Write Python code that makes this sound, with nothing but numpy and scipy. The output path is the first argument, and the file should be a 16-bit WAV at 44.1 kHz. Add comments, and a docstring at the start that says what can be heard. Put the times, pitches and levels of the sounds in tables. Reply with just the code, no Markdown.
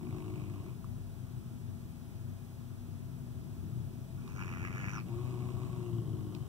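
"""Wary cat on a tiled floor

A low closed-mouth growl dies away close by; after a pause the cat draws a raspy snarl through parted
lips and growls again. Slow throat pulses ring its chest, nose and mouth, and breath sizzles at its
teeth. Around it are three small mouth clicks, a humming indoor rumble and two faint wisps of fizz.
A phone's two microphone ports hear the cat and the room out of step."""
import sys
import numpy as np
from scipy import signal
from scipy.fft import rfft, irfft, next_fast_len
from scipy.io import wavfile

SR = 44100
rng = np.random.default_rng(int(sys.argv[2]) if len(sys.argv) > 2 else 0)


def transcribe(signal):
    """Save signal, clipped to [-1, 1], as a 16-bit WAV file at the path in sys.argv[1]."""
    frames = np.atleast_2d(signal).T
    limited = np.clip(frames, -1, 1)
    pcm = np.round(limited * 32767).astype(np.int16)
    wavfile.write(sys.argv[1], SR, pcm)


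N = 285768
TIME = np.arange(N) / SR
SIZE = next_fast_len(N + SR // 2)
FREQ = np.maximum(np.arange(SIZE // 2 + 1) * SR / SIZE, 1)

# body resonances under both growl and snarl: (centre [Hz], width [Hz], level [dB])
CHEST_MODES = [(123.2, 48.4, -58), (178, 38, -63.5), (263, 94, -74)]
THROAT_MODES = [(311, 40, -65), (354, 30, -63.5), (422, 36, -74.5)]


def undb(db):
    """Decibels to gain."""
    return 10 ** (np.asarray(db) / 20)


def ramp(start, length):
    """0 before the start, rising evenly to 1 over the length."""
    return np.clip((TIME - start) / length, 0, 1)


def envelope(start, end, attack_s, release_s):
    """Attack, hold at 1, release."""
    return ramp(start, attack_s) * (1 - ramp(end - release_s, release_s))


def curves(rows):
    """One automation curve for each value column of a timed table."""
    times, *columns = np.transpose(rows)
    return [np.interp(TIME, times, column) for column in columns]


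def across(points):
    """(Hz, value) points joined on a log-frequency axis."""
    hz, value = np.transpose(points)
    return np.interp(np.log(FREQ), np.log(hz), value)


def noise():
    """White noise of unit power per Hz."""
    return rng.standard_normal(N) * np.sqrt(SR / 2)


def shape(x, response):
    """Filter by a frequency response."""
    return irfft(rfft(x, SIZE) * response, SIZE)[..., :N]


def resonances(modes):
    """Causal response of a set of steep-sided resonances."""
    power = sum(undb(db) ** 2 / (1 + ((FREQ / hz - hz / FREQ) * hz / width) ** 2) ** 2
                for hz, width, db in modes)
    # minimum phase, so the ring follows the hit
    cepstrum = irfft(np.log(power + 1e-16) / 2, SIZE)
    cepstrum[1:SIZE // 2] *= 2
    cepstrum[SIZE // 2 + 1:] = 0
    return np.exp(rfft(cepstrum))


def gliding(x, hz, width_hz):
    """A steep resonance whose centre can move: shift down to zero, smooth twice, shift back."""
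    carrier = np.exp(2j * np.pi * np.cumsum(hz) / SR)
    pole = np.exp(-np.pi * width_hz / SR)
    smoothed = signal.lfilter([(1 - pole) ** 2], np.poly([pole, pole]), x / carrier)
    return 2 * np.real(carrier * smoothed)


def ports(x, scattered, balance, lead, likeness):
    """Stereo image: a shared part, out of step between the ports, and a scattered part in opposition."""
    alike = np.clip(across(likeness), 0, 1)
    shared = rfft(x, SIZE) * np.sqrt((1 + alike) / 2)
    apart = rfft(scattered, SIZE) * np.sqrt((1 - alike) / 2)
    ratio = undb(across(balance))
    left = (shared + apart) * ratio
    right = (shared - apart) * np.exp(-1j * lead)
    return irfft(np.array([left, right]) * np.sqrt(2 / (1 + ratio ** 2)), SIZE)[:, :N]


def room_tone():
    """A slowly swelling rumble with humming bands, under a steady hiss with faint drones."""
    # noise beds: (frequency [Hz], level [dB])
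    rumble = [(15, -100), (35, -85.5), (52, -76.5), (80, -70), (140, -69), (200, -75), (280, -82),
              (380, -85), (460, -98), (800, -106), (2000, -125)]
    hiss = [(100, -100), (500, -95.5), (800, -95.5), (1100, -99.5), (1600, -102.5), (2400, -105),
            (3300, -105), (4100, -107.5), (5000, -106.5), (6000, -108), (10000, -108), (15500, -108)]
    # narrow bands in the beds: (centre [Hz], width [Hz], level [dB])
    hum = [(97.7, 3.34, -58), (124.75, 6.9, -60.5)]
    drones = [(38.7, 7, -66), (238.6, 13.7, -65), (664, 41, -87.5)]
    # fader ride on rumble and hum: (time [s], gain [dB])
    swell = [(0, 4), (2.6, 0.5), (3.5, 4.5), (3.8, 6.5), (4.05, 3), (4.5, 6.5), (6.48, 5)]
    # pan of the room: (frequency [Hz], left minus right [dB])
    balance = [(40, 17), (110, 5), (220, 6), (380, 3.5), (700, 2.5), (1300, 0), (2400, 0.5), (4400, 0.5),
               (8000, 0.5), (15000, -3.5)]
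    # phase between the ports, on top of the delay: (frequency [Hz], left lead [rad])
    phase = [(45, -2.4), (105, -1.7), (165, -.95), (220, -2.4), (370, -1.4), (1100, -3), (1400, -3.8),
             (1800, -2.3), (2400, -3.2), (3000, -2.8)]
    # how alike the ports hear the room: (frequency [Hz], likeness [0-1])
    likeness = [(40, .85), (110, .9), (170, .75), (225, .4), (350, .8), (500, .35), (750, .8), (1150, .95),
                (1580, .2), (2150, .85), (2700, .3), (3300, .8), (6000, .55), (15000, .5)]
    right_delay_s = .00042
    swell_db, = curves(swell)
    low = np.hypot(undb(across(rumble)), np.abs(resonances(hum)))
    high = np.hypot(undb(across(hiss)), np.abs(resonances(drones)))
    shared, scattered = (shape(noise() * undb(swell_db), low) + shape(noise(), high) for _ in range(2))
    lead = across(phase) + 2 * np.pi * FREQ * right_delay_s
    return ports(shared, scattered, balance, lead, likeness)


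def fizz():
    """Brief, faint wisps of very high noise, mostly on the right."""
    # wisps: (start [s], length [s], level [dB])
    wisps = [(2.035, .18, -105), (6.025, .2, -103)]
    gate = sum(envelope(start, start + length, attack_s=.015, release_s=.015) * undb(db)
               for start, length, db in wisps)
    pan = undb([[-5], [5]])
    return gliding(noise() * gate, hz=13950, width_hz=1300) * pan


def tiles(x, t60):
    """Dense reflections from the floor and walls, as strong as the sound that feeds them."""
    tail = rng.standard_normal(N) * undb(-60 * TIME / t60) * (TIME > .003)
    return shape(x, rfft(tail / np.linalg.norm(tail), SIZE))


def close_by(x, room_db, t60):
    """Places a sound where the cat sits, with a little of the room behind it."""
    # pan of the cat: (frequency [Hz], left minus right [dB])
    balance = [(110, 5), (220, 10), (380, 3), (700, 2.5), (1250, -1.5), (1530, -8), (1850, 1), (2400, -1),
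               (2720, -10), (3050, 1), (4600, 3), (5850, -3), (6800, .5)]
    # phase between the ports: (frequency [Hz], left lead [rad])
    phase = [(45, -2.3), (165, -.4), (230, -1.7), (370, -.3), (600, -.7), (1100, -.05), (1370, -.3),
             (1620, -2.6), (1850, -2.8), (2000, -3.7), (2700, -3.7), (2850, -6.6), (3650, -6.2),
             (4050, -9.8), (4800, -9.2), (5100, -6.6), (5400, -7.1), (5800, -6.5), (6200, -3.5),
             (6500, -4.35), (6950, -4.1), (7400, -1.4)]
    # how alike the ports hear the cat: (frequency [Hz], likeness [0-1])
    likeness = [(60, .88), (140, .9), (230, .55), (350, .88), (1100, .96), (1600, .87), (2400, .94),
                (7000, .83)]
    shared = x + undb(room_db) * tiles(x, t60)
    return ports(shared, tiles(x, t60), balance, across(phase), likeness)


def mouth_clicks():
    """Tongue and lips part with a snap and a very short wet crackle."""
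    # clicks, from dull tongue tock to bright lip smack: (time [s], level [dB], wetness [0-1])
    clicks = [(0.844, -12, 0.14), (4.278, -10.5, 0.38), (6.35, -11, 0.79)]
    # their resonances: (centre [Hz], width [Hz], level [dB])
    tock_modes = [(1130, 300, -68), (2460, 1300, -87)]
    smack_modes = [(2500, 340, -72.5), (3800, 2700, -78.5), (5100, 560, -96)]
    decay_s = .0018
    dull, bright = np.zeros(N), np.zeros(N)
    for start, db, wet in clicks:
        age = TIME - start
        snap = noise() * (age >= 0) * np.exp(-np.abs(age) / decay_s)
        snap[int(start * SR)] += SR * undb(-19.5)  # hard leading edge
        dull += snap * undb(db) * (1 - wet)
        bright += snap * undb(db) * wet
    return shape(dull, resonances(tock_modes)) + shape(bright, resonances(smack_modes))


def vocal_folds(start, end, hz, weak_size, jitter_s, scatter_db):
    """Uneven pulses of the vocal folds, every second one scaled by weak_size."""
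    cycles = np.cumsum(hz * (TIME >= start)) / SR
    count = np.arange(1, int(np.interp(end, TIME, cycles)))
    timing_draw, level_draw = rng.standard_normal((len(count), 2)).T
    due = np.minimum(np.searchsorted(cycles, count), N - 1)
    jitter = (np.broadcast_to(jitter_s, N)[due] * SR * timing_draw).astype(int)
    at = np.clip(due + jitter, 0, N - 1)
    size = np.where(count % 2, 1, np.broadcast_to(weak_size, N)[at]) * undb(scatter_db * level_draw)
    pulses = np.zeros(N)
    pulses[at] = size / np.sqrt(np.mean(size ** 2)) * SR / np.sqrt(2 * hz[at])  # as strong as noise()
    return pulses


def puffs(pulses, puff_s):
    """The puff of air that each pulse lets through."""
    pole = np.exp(-2 / (puff_s * SR))
    power = signal.lfilter([1 - pole], [1, -pole], pulses ** 2 + 1e-18)
    return np.sqrt(power) * rng.standard_normal(N)


def growl(course, chest_db, rattle_db, eases_at_s, climb_hz):
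    """Mouth shut: pulses hum in chest and throat; a breathy rasp and crisp rattle leave by the nose."""
    # nasal resonances: (centre [Hz], width [Hz], level [dB])
    nose_modes = [(700, 210, -86), (928, 80, -87), (1089, 217, -85), (1430, 2700, -100), (3900, 360, -105),
                  (7400, 3400, -109)]
    waver_step_s, throat_top_hz = .05, 442
    hz, effort_db, rasp_db, weak_size, rough = curves(course)
    start, end = course[0][0], course[-1][0]
    push = envelope(start, end, attack_s=.0088, release_s=.019)
    knots = np.arange(0, N / SR + waver_step_s, waver_step_s)
    waver_hz = np.interp(TIME, knots, rng.standard_normal(len(knots)))
    pulses = vocal_folds(start, end, hz + waver_hz, weak_size, jitter_s=.0003 * rough, scatter_db=1.2)
    breath, snaps = puffs(pulses, puff_s=.01), puffs(pulses, puff_s=.0018)
    tone = (pulses + undb(-1) * rough * breath) * push * undb(effort_db)
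    rasp = (undb(-5.5) * pulses + undb(-.7) * breath) * push * undb(rasp_db)
    rattle = (undb(-5) * pulses + undb(-1.5) * snaps) * push * undb(rasp_db)
    chest = shape(tone * undb(chest_db), resonances(CHEST_MODES))
    # the shut mouth swallows the top of the throat's ring
    throat = shape(tone, resonances(THROAT_MODES) / (1 + (FREQ / throat_top_hz) ** 10))
    nose = shape(rasp, resonances(nose_modes))
    # the upper nasal resonance climbs as the growl sags
    nose_top_hz = 2410 + climb_hz * ramp(eases_at_s, .33)
    nose_top = undb(rattle_db) * gliding(rattle, nose_top_hz, width_hz=560)
    return chest + throat + nose + nose_top


def growls():
    """A low growl that dies away, and a higher one straight out of the snarl."""
    # course of each growl:
    # (time [s], pulse rate [Hz], effort [dB], nasal rasp [dB], weak pulse size [0-1], roughness [0-1])
    low_course = [(-.09, 98.2, -6, -11, 0, 0.2), (.12, 104.2, -3.5, -0.5, 0.26, 0.54),
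                  (.3, 102.7, 0, 0, 0.22, 0.46), (.42, 100.6, -3, -1, 0.53, 0.3),
                  (.58, 98.4, -6.5, -5.5, 0.66, 0.5), (.68, 94.6, -7.5, -4, 0.7, 0.9),
                  (.75, 91, -27, -17, 0.7, 0.89)]
    high_course = [(5.05, 110.5, -9, -3.5, 1, 0.24), (5.15, 118.6, -3.5, -2, 0.95, 0.14),
                   (5.27, 126.6, -1.5, 2.5, 0.71, 0.32), (5.35, 122.8, -1, 2.5, 0.45, 0.4),
                   (5.69, 123.8, -1, 2, 0.62, 0.31), (5.86, 117.5, -3.5, -1.5, 0.7, .3),
                   (5.98, 114.8, 4, -3, 0.34, 0.37), (6.08, 105.5, -2.5, -4.5, 0.36, 0.84),
                   (6.3, 103.2, -3.5, -3, 0.32, 0.92), (6.5, 96.5, -18, -6, 0.84, 0.42)]
    low = growl(low_course, chest_db=-2.2, rattle_db=-89.7, eases_at_s=.362, climb_hz=20)
    high = growl(high_course, chest_db=.9, rattle_db=-95.5, eases_at_s=5.715, climb_hz=620)
    return low + high


def snarl():
    """Mouth open: a rush of breath breaks into a rattle, rings the mouth and sizzles at the teeth."""
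    # flutter of the throat: (time [s], pulse rate [Hz])
    flutter_rate = [(4.145, 97), (4.39, 97), (4.44, 91), (4.53, 86), (4.69, 91), (4.9, 100), (5.03, 110)]
    # push of air: (time [s], effort [dB])
    effort = [(4.145, -24), (4.19, -15), (4.24, -16.5), (4.3, -8.5), (4.337, -13), (4.355, -5),
              (4.425, 2.5), (4.455, -1), (4.49, 1), (4.565, -2.5), (4.61, 1), (4.66, 1), (4.715, -3),
              (4.82, 1.5), (4.93, 1), (4.975, 0), (5.003, -2.5), (5.03, -20)]
    # sizzle at the teeth, relative to that push: (time [s], gain [dB])
    sizzle_ride = [(4.3, 7.5), (4.42, 5), (4.5, 1.5), (4.68, -.5), (4.8, 2), (4.93, 4.5)]
    # the lips draw back, then relax: (time [s], drawn back [0-1])
    lip_curl = [(4.39, 0), (4.47, 0.35), (4.68, 0.74), (4.84, 0.9), (4.92, 0.2), (4.98, 0.05)]
    # resonances of mouth and teeth: (centre [Hz], width [Hz], level [dB])
    narrow_modes = [(1003, 440, -83.5), (1277, 760, -80), (1700, 400, -84)]
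    wide_modes = [(700, 840, -87), (1330, 470, -81.5), (1790, 440, -77), (2100, 160, -84)]
    teeth_modes = [(4800, 350, -104), (5420, 260, -101), (5750, 480, -99), (6450, 750, -100)]
    bared_modes = [(6600, 520, -99)]
    shutting_modes = [(1400, 380, -81.5), (6080, 560, -87.5)]
    catch_s, shut_s, mouth_top_hz = .2, .15, 2950
    hz, = curves(flutter_rate)
    effort_db, = curves(effort)
    sizzle_db, = curves(sizzle_ride)
    lips, = curves(lip_curl)
    start, end = flutter_rate[0][0], flutter_rate[-1][0]
    shut = ramp(end - shut_s, shut_s)
    caught = ramp(start, catch_s) ** 2  # the rush sets the throat rattling
    pulses = vocal_folds(start, end, hz, weak_size=1, jitter_s=.0004, scatter_db=1)
    flutter = undb(-6) * pulses + undb(-1) * puffs(pulses, puff_s=.0027)
    slip = undb(-3) * lips * ramp(start, end - start)
    rush = (np.sqrt(1 - caught) + slip) * noise()
    air = (np.sqrt(caught) * flutter + rush) * undb(effort_db)
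    # the mouth brightens as the lips draw back
    narrow = shape(air * (1 - lips), resonances(narrow_modes))
    wide = shape(air * lips, resonances(wide_modes))
    bright = gliding(air * undb(-79 + 2.5 * lips), hz=2400 + 30 * lips, width_hz=480)
    treble_shelf = undb(-9) + (1 - undb(-9)) / (1 + (FREQ / mouth_top_hz) ** 20)
    cavity = shape(narrow + wide + bright, treble_shelf)
    sizzle = air * (1 - shut ** 2) * undb(sizzle_db)
    teeth = shape(sizzle, resonances(teeth_modes))
    bared = shape(sizzle * np.sqrt(lips), resonances(bared_modes))
    # two resonances flare and slide down as the mouth shuts
    flare, fall = air * np.sin(np.pi * shut), 1 - .6 * shut ** 4
    slide = sum(undb(db) * gliding(flare, centre * fall, width) for centre, width, db in shutting_modes)
    body = shape(pulses * undb(effort_db - 13.5), resonances(CHEST_MODES + THROAT_MODES))
    return cavity + teeth + bared + slide + body


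def scene():
    """Growls, snarl and clicks up close, over the room tone."""
    growling = close_by(growls(), room_db=-15, t60=.18)
    mouth = close_by(snarl() + mouth_clicks(), room_db=-15, t60=.2)
    return growling + mouth + room_tone() + fizz()


def record(dry):
    """The phone cuts the top end steeply."""
    top_hz, rolloff_hz = 15700, 100
    return shape(dry, np.clip((top_hz - FREQ) / rolloff_hz + 1, 0, 1))


dry = scene()
out = record(dry)
transcribe(out)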